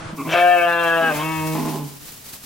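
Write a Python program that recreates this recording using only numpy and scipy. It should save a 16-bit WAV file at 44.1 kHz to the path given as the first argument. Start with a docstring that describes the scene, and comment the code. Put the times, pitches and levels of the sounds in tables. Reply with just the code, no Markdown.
"""A brief rush of outdoor air and two soft hoof falls, then a sheep close by grunts and bleats once.
Its vocal folds pulse through a moving mouth: the long call starts hoarse, rings clear with the mouth
open, cracks as the mouth closes, hums on through the nose and ends in a rattle of loose throat tissue.
The stereo microphone stands in a straw-floored pen that adds a dull ring to the voice.
All around, the flock shuffles in the straw over a faint low rumble."""
import sys
import numpy as np
from scipy import signal
from scipy.fft import rfft, irfft
from scipy.io import wavfile

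SR = 44100
rng = np.random.default_rng(int(sys.argv[2]) if len(sys.argv) > 2 else 0)


def transcribe(signal):
    """Save signal, clipped to [-1, 1], as a 16-bit WAV file at the path in sys.argv[1]."""
    frames = np.atleast_2d(signal).T
    limited = np.clip(frames, -1, 1)
    pcm = np.round(limited * 32767).astype(np.int16)
    wavfile.write(sys.argv[1], SR, pcm)


N = 108045
T = np.arange(N) / SR

# The vocal folds. Each row: time in seconds, then pitch in Hz, effort in dB or roughness from 0 to 1.
FOLD_PITCH = [(.328, 161), (.345, 172.7), (.39, 175.2), (.414, 176.2), (.53, 177.2), (.57, 174.7),
              (.595, 173.8), (.61, 171.7), (.626, 172.8), (.75, 170), (.81, 170.1), (.878, 167.1),
              (.96, 166), (1.088, 161.1), (1.12, 151), (1.15, 151), (1.17, 147.2), (1.21, 152.9),
              (1.238, 157.4), (1.32, 159.9), (1.425, 156.9), (1.5, 157.9), (1.7, 156.1), (1.86, 145.3),
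              (1.97, 139.2)]
FOLD_EFFORT = [(.255, -39), (.285, -24), (.31, -30), (.35, -15), (.405, -16), (.425, -13.5), (.54, -14),
               (.605, -19), (.635, -15.5), (.72, -18.5), (.83, -19), (.9, -17), (1.09, -18), (1.15, -26),
               (1.26, -24), (1.52, -24), (1.78, -31.5), (1.865, -30.5), (1.905, -41.5), (1.97, -46),
               (2.1, -68)]
FOLD_ROUGHNESS = [(.3, 0.65), (.335, .25), (.39, 0.02), (.425, 0.03), (1.06, .03), (1.13, 0.2),
                  (1.26, 0.02), (1.53, 0.04), (1.55, .61), (1.8, 0.73), (1.88, 0.39)]
# Four mouth shapes. Each entry: relative level of a harmonic in dB, from the first upwards.
MOUTH_WIDE = [-27.5, -16, -8.5, -6.5, -20.5, -21, -14, -18.5, -13.5, -13, -38, -31.5, -17.5, -25.5, -15,
              -26, -30.5, -25.5, -43, -43, -46, -38, -57, -54]
MOUTH_HALF_OPEN = [-10, -7, 0.5, 0, -5, -4, -2.5, -4, 0.5, 4.5, -15.5, -17.5, -23, -18.5, -10, -10, -13,
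                   -23.5, -16.5, -27, -18, -47, -26.5, -27.5]
MOUTH_CLOSING = [-7.5, -10.5, -1.5, -0.5, 2.5, -16, -2.5, -2, -5, 9, -10, -15.5, -14, -21, -29, -6, -13,
                 -11, -21, -22, -32, -50, -26, -34]
MOUTH_NASAL = [4.5, 7.5, 1, -3, -5.5, 5.5, 0.5, -2.5, -27.5, -13.5, -7.5, -6.5, -13, -1.5, -26, -2.5, -2,
               -18, -18, -13, -33, -14, -55, -29.5]
# Each row: two times in seconds. Sorted, they mark where each shape in turn is reached and left.
SHAPE_TIMES = [(.2, 0.34), (.345, 0.68), (.64, .96), (1.04, 1.1), (1.15, 1.37)]
# The closed mouth muffles the overtones. Each row: time in seconds, loss in dB per octave.
MUFFLING = [(.28, 5), (.32, 0), (1.36, 0), (1.53, 3.5), (1.72, 3), (1.88, 10.5)]
# The lowest mouth resonance swells. Each row: time in seconds, gain in dB.
RESONANCE_SWELL = [(.31, 9), (.333, 19.5), (.375, -4), (.43, 9.5), (.54, 17), (.595, -8.5), (.64, 11.5),
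                   (.73, 0.5), (.935, 2), (.97, 4), (1.01, 13), (1.06, -6), (1.105, -1), (1.135, 25),
                   (1.17, 6), (1.26, 3), (1.37, -11), (1.45, 3.5)]
# An overtone rings out or drops away. Each row: time and spread in seconds, frequency in Hz, gain in dB.
OVERTONE_RINGS = [(0.425, 0.0037, 1770, 13), (0.855, 0.019, 2676, 10.5), (.993, 0.0065, 1647, -2),
                  (1.132, 0.0093, 610, 6), (1.217, 0.012, 1070, 14), (1.337, 0.05, 514.4, -23),
                  (1.436, 0.011, 930, 5), (1.62, 0.076, 2203, 5.5)]
# Open and nasal voice at the microphone. Each row: frequency in Hz, left minus right in dB.
OPEN_PAN = [(170, -3), (340, -7), (520, 2), (700, 7), (1000, -0.5), (1700, 3), (2700, 7)]
NASAL_PAN = [(160, -4.5), (320, 0.5), (1000, 4)]
# The voice reaches the left side first. Each row: frequency in Hz, phase lead in radians.
LEFT_LEAD = [(170, 0.18), (340, 0.71), (690, 0.56), (1640, 0.64)]
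# Hoarse air at the start and at the break. Each row: time and spread in seconds, level in dB.
RASPS = [(0.302, 0.014, -30.5), (0.337, 0.018, -21), (0.389, 0.017, -23.5), (1.14, 0.045, -38.5),
         (1.21, 0.026, -32.5)]
# Resonances of hoarse air, wet buzz and rattle. Each row: frequency and width in Hz, relative gain in dB.
RASP_MODES = [(630, 186, 1.5), (1470, 450, -0.5), (2253, 240, 2), (2630, 87, 4), (3050, 380, -2.5)]
WET_BUZZ_MODES = [(5940, 670, 6), (6800, 1200, -10)]
RATTLE_MODES = [(252, 36, 11), (289, 50.3, 2.5), (381.3, 40, 4), (685, 20, 4), (848, 36, 4),
                (1018, 49, 2.5), (920, 660, -18.5), (2600, 1400, -21)]
# Throat rattles. Each row: start and end in seconds, level in dB, fade in dB per second.
RATTLES = [(1.006, 1.08, -27.5, 11), (1.541, 1.775, -27.5, 3)]
# Grunts before the bleat. Each row: time and spread in seconds, pitch in Hz, level in dB.
GRUNTS = [(0.205, 0.02, 286, -25.5), (0.263, 0.01, 268, -27.5)]
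# Tone of a grunt. Each row: multiple of the pitch, relative level in dB.
GRUNT_PARTIALS = [(.5, -11.5), (1, 1.5), (1.5, -9.5), (3, -16), (4, -1.5), (5, -17), (8, -13), (9, -13)]
# The flock moving in the straw. Each row: time in seconds, relative level in dB.
SHUFFLE = [(0, -95), (.14, -60), (.17, -45), (.3, -44), (.4, -40.5), (.77, -46.5), (.84, -41),
           (1.04, -43.5), (1.18, -35), (1.28, -41), (1.5, -38.5), (1.76, -39), (1.83, -43), (1.99, -45.5),
           (2.08, -41), (2.2, -46), (2.28, -43), (2.41, -49), (2.45, -42)]
# Single crunches of straw. Each row: time and decay in seconds, level in dB.
CRUNCHES = [(.585, 0.0039, -48), (1.165, 0.017, -45), (1.473, 0.0079, -34.5), (1.69, 0.013, -41),
            (2.126, .015, -53), (2.265, 0.0085, -52), (2.335, 0.021, -35.5)]
# Hoof falls. Each row: start in seconds, pitch in Hz, rise time in seconds (each thump peaks at half of it),
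# relative level in dB.
HOOF_FALLS = [(.052, 105, 0.012, -23.5), (0.127, 206, .011, -23.5), (1.35, 89, 0.064, -36)]
# Spectra of straw, outdoor air and steady rumble. Each row: frequency in Hz, relative level in dB.
STRAW_SPECTRUM = [(200, 2.5), (470, -1), (1000, 0), (2200, -3.5), (5000, 0), (7500, -1), (15500, 0)]
OUTDOOR_SPECTRUM = [(30, -8), (300, -14.5), (480, -16), (1300, -12), (2700, -24), (10000, -35),
                    (13000, -94)]
RUMBLE_SPECTRUM = [(30, -13), (130, -1.5), (270, -4), (600, -16), (3000, -15.5), (6000, -48)]
# The pen's noise across the microphone. Each row: frequency in Hz, left-right correlation.
STEREO_LIKENESS = [(100, 0.97), (1000, 0.12), (4000, 0.49), (12000, 0.084)]


def bleat():
    """Close by, vocal folds pulse through a moving mouth and let air through on each cycle."""
    pitch = in_time(FOLD_PITCH) * (1 + 0.001636 * drift(27.4))
    phase = 2 * np.pi * np.cumsum(pitch) / SR
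    effort, muffling_db = from_db(in_time(FOLD_EFFORT)), in_time(MUFFLING)
    return voice(pitch, phase, muffling_db) * effort + breath(phase, effort, muffling_db)


def voice(pitch, phase, muffling_db):
    """The folds' harmonics, shaped by the mouth; a second, slower vibration joins when they run rough."""
    roughness = in_time(FOLD_ROUGHNESS)
    flutter = 0.18 * np.sin(0.4 * phase + 0.92 * drift(11))
    stagger = roughness * (flutter + 2 * np.pi * 0.05 * drift(118))
    shimmer = 0.81 * roughness * drift(48)
    shapes = (MOUTH_NASAL, MOUTH_WIDE, MOUTH_HALF_OPEN, MOUTH_CLOSING, MOUTH_NASAL)
    responses = np.array([mouth_response(shape) for shape in shapes])
    times = np.sort(np.ravel(SHAPE_TIMES))
    opening = np.interp(T, times, np.repeat([0, 1, 1, 1, 0], 2))
    rings = [(centre, db * swell(at, spread)) for at, spread, centre, db in OVERTONE_RINGS]
    resonance_db = in_time(RESONANCE_SWELL)
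    sides = np.array([[.5], [-.5]])
    out, power = 0, 0
    for k, response in enumerate(responses.T, 1):
        hz = k * pitch
        mouth = np.interp(T, times, np.repeat(response, 2))
        colour_db = resonance_db * band(hz, centre_hz=660, spread_hz=60) - muffling_db * np.log2(k)
        colour_db += sum(db * band(hz, centre, spread_hz=65.4) for centre, db in rings)
        waver_db = 4 * (0.47 + 0.72 * opening) * np.minimum(hz / 2500, 1) * drift(10)
        gain = np.exp(mouth.real) * from_db(colour_db + waver_db)
        pan_db = opening * at_hz(OPEN_PAN, hz) + (1 - opening) * at_hz(NASAL_PAN, hz)
        harmonic = np.cos(k * phase + (k - 1) * stagger + mouth.imag + sides * at_hz(LEFT_LEAD, hz))
        out += gain * (1 + shimmer * (1 - 1 / k)) * from_db(sides * pan_db) * harmonic
        power += gain ** 2 / 2
    return out / np.sqrt(power)


def mouth_response(shape):
    """A ringing mouth gives each harmonic a log gain (real part) and a phase (imaginary part)."""
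    gain = np.log(from_db(shape))
    gain = np.r_[gain.min(), gain, gain.min()]
    mirrored = np.r_[gain, gain[-2:0:-1]]
    return np.conj(signal.hilbert(mirrored))[1:len(shape) + 1]


def breath(phase, effort, muffling_db):
    """Hoarse air pulses with the folds, a little to the left, with a wet buzz as the mouth opens."""
    air = resonate(rng.standard_normal(N) * (1 + 0.31 * np.cos(phase)), RASP_MODES)
    air_level = from_db(-24.5 - muffling_db) * effort
    air_level += sum(from_db(db) * swell(at, spread) for at, spread, db in RASPS)
    buzz = resonate(rng.standard_normal(N) * (1 + np.cos(phase)) ** 2, WET_BUZZ_MODES)
    buzz_level = from_db(-34.5) * swell(at_s=0.329, spread_s=0.012)
    return (air * air_level + buzz * buzz_level) * from_db([[1.2], [-1.2]])


def rattle(flaps_per_s=140, attack_s=0.0096, release_s=0.059):
    """Loose throat tissue flaps unevenly and rings the low resonances."""
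    flap_count = np.floor(np.cumsum(flaps_per_s * np.exp(.35 * drift(80))) / SR)
    flaps = np.diff(flap_count, prepend=0) * from_db(1.7 * drift(82))
    level = 0
    for start, end, db, fade in RATTLES:
        attack = np.clip((T - start) / attack_s, 0, 1)
        release = np.exp(-np.maximum(T - end, 0) / release_s)
        level += from_db(db - fade * (T - start)) * attack * release
    return resonate(flaps, RATTLE_MODES) * level * from_db([[-.5], [.5]])


def grunts():
    """Short, high, closed-mouth notes whose pitch arches, dead centre."""
    out = 0
    for at, spread, hz, db in GRUNTS:
        offset = (T - at) / spread
        pitch = hz - 5.4 * np.minimum(offset ** 2, 2)
        phase = 2 * np.pi * np.cumsum(pitch * (1 + 0.056 * drift(132))) / SR
        tone = rms_one(sum(from_db(level) * np.sin(k * phase) for k, level in GRUNT_PARTIALS))
        out += tone * from_db(db) * swell(at, spread) * np.clip(offset + 2, 0, 1)
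    return out


def pen_reverb(sheep, t60_s=1, cutoff_hz=6300):
    """The pen returns half a second of dull reverberation, different on each side of the microphone."""
    t = T[:SR // 2]
    tail = lowpass(rng.standard_normal((2, len(t))), cutoff_hz) * from_db(-60 * t / t60_s) * (t > .004)
    tail /= np.sqrt(np.sum(tail ** 2, axis=1, keepdims=True) * SR / 2 / cutoff_hz)
    return signal.fftconvolve(sheep.mean(axis=0)[None], tail, axes=1)[:, :N]


def straw(snaps_per_s=2000):
    """All around, stalks slide and snap as the flock moves; now and then a hoof crunches them."""
    snaps = (rng.random((2, N)) < snaps_per_s / SR) * rng.choice([-1, 1], (2, N))
    snaps = snaps * from_db(4.5 * np.minimum(rng.exponential(1, (2, N)), 5))
    rustle = rms_one(noise(STRAW_SPECTRUM) + from_db(-9) * coloured(STRAW_SPECTRUM, snaps))
    shuffle = from_db(in_time(SHUFFLE) + 5 + 1.26 * drift(25.5))
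    crunch = 0
    for at, decay, db in CRUNCHES:
        offset = (T - at) / decay
        crunch += from_db(db) * np.clip(offset + 1, 0, 1) * np.exp(-np.abs(offset))
    return rustle * (shuffle + lowpass(crunch, 239.2))


def hooves():
    """Hooves land on the bedding with soft, quickly damped thumps."""
    out = 0
    for start, hz, peak_s, db in HOOF_FALLS:
        age = np.maximum(T - start, 0)
        envelope = age / peak_s * np.exp(2 - 2 * age / peak_s) / 2
        out += from_db(db) * envelope * np.sin(2 * np.pi * hz * age)
    return out


def outdoor_air(half_gone_s=0.14, fade_s=0.072):
    """A rush of air from outside the pen, gone before the sheep calls."""
    return from_db(-35) * noise(OUTDOOR_SPECTRUM) * np.clip((half_gone_s - T) / fade_s + .5, 0, 1)


def noise(spectrum):
    """Stereo noise with a given spectrum."""
    return coloured(spectrum, rng.standard_normal((2, N)))


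def coloured(spectrum, white):
    """Give two unrelated signals a spectrum and the left-right likeness of the pen."""
    hz = np.maximum(np.fft.rfftfreq(N, 1 / SR), 1)
    alike = at_hz(STEREO_LIKENESS, hz)
    mid, side = rfft(white) * from_db(at_hz(spectrum, hz))
    return rms_one(irfft(np.sqrt(1 + alike) * mid + np.sqrt(1 - alike) * side * [[1], [-1]], N))


def resonate(x, modes):
    """Parallel resonances, each applied twice for dark valleys."""
    out = 0
    for hz, width, db in modes:
        r = np.exp(-np.pi * 1.5 * width / SR)  # 1.5 offsets the narrowing of two passes
        section = [(1 - r * r) / 2, 0, (r * r - 1) / 2, 1, -2 * r * np.cos(2 * np.pi * hz / SR), r * r]
        out += from_db(db) * signal.sosfilt([section, section], x + 1e-18)
    return rms_one(out)


def drift(rate_hz):
    """Smooth random wander at unit level."""
    return rms_one(lowpass(rng.standard_normal(2 * N), rate_hz)[N:])


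def swell(at_s, spread_s):
    """A bell-shaped rise and fall in time."""
    return np.exp(-((T - at_s) / spread_s) ** 2 / 2)


def band(hz, centre_hz, spread_hz):
    """A bell-shaped peak in frequency."""
    return np.exp(-((hz - centre_hz) / spread_hz) ** 2)


def lowpass(x, hz):
    """Second-order low-pass."""
    return signal.sosfilt(signal.butter(2, hz, fs=SR, output="sos"), x)


def in_time(rows):
    """Join (seconds, value) points by lines."""
    return np.interp(T, *np.transpose(rows))


def at_hz(points, hz):
    """Read (Hz, value) points on a log axis."""
    freqs, values = np.transpose(points)
    return np.interp(np.log(hz), np.log(freqs), values)


def from_db(db):
    """Decibels to gain."""
    return 10 ** (np.asarray(db) / 20)


def rms_one(x):
    """Scale to unit level."""
    return x / np.sqrt(np.mean(x ** 2) + 1e-20)


def scene():
    """The sheep up front in its pen, the flock around it, air and a faint rumble behind."""
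    sheep = bleat() + rattle() + grunts()
    air = outdoor_air()
    reverb = from_db(-13) * pen_reverb(sheep)
    flock = straw() + hooves()
    rumble = from_db(-50.5) * noise(RUMBLE_SPECTRUM)
    return sheep + reverb + flock + air + rumble


def record(dry):
    """The recorder cuts the treble steeply above 15.9 kHz."""
    return signal.sosfilt(signal.ellip(12, .1, 80, 15900, fs=SR, output="sos"), dry)


dry = scene()
out = record(dry)
transcribe(out)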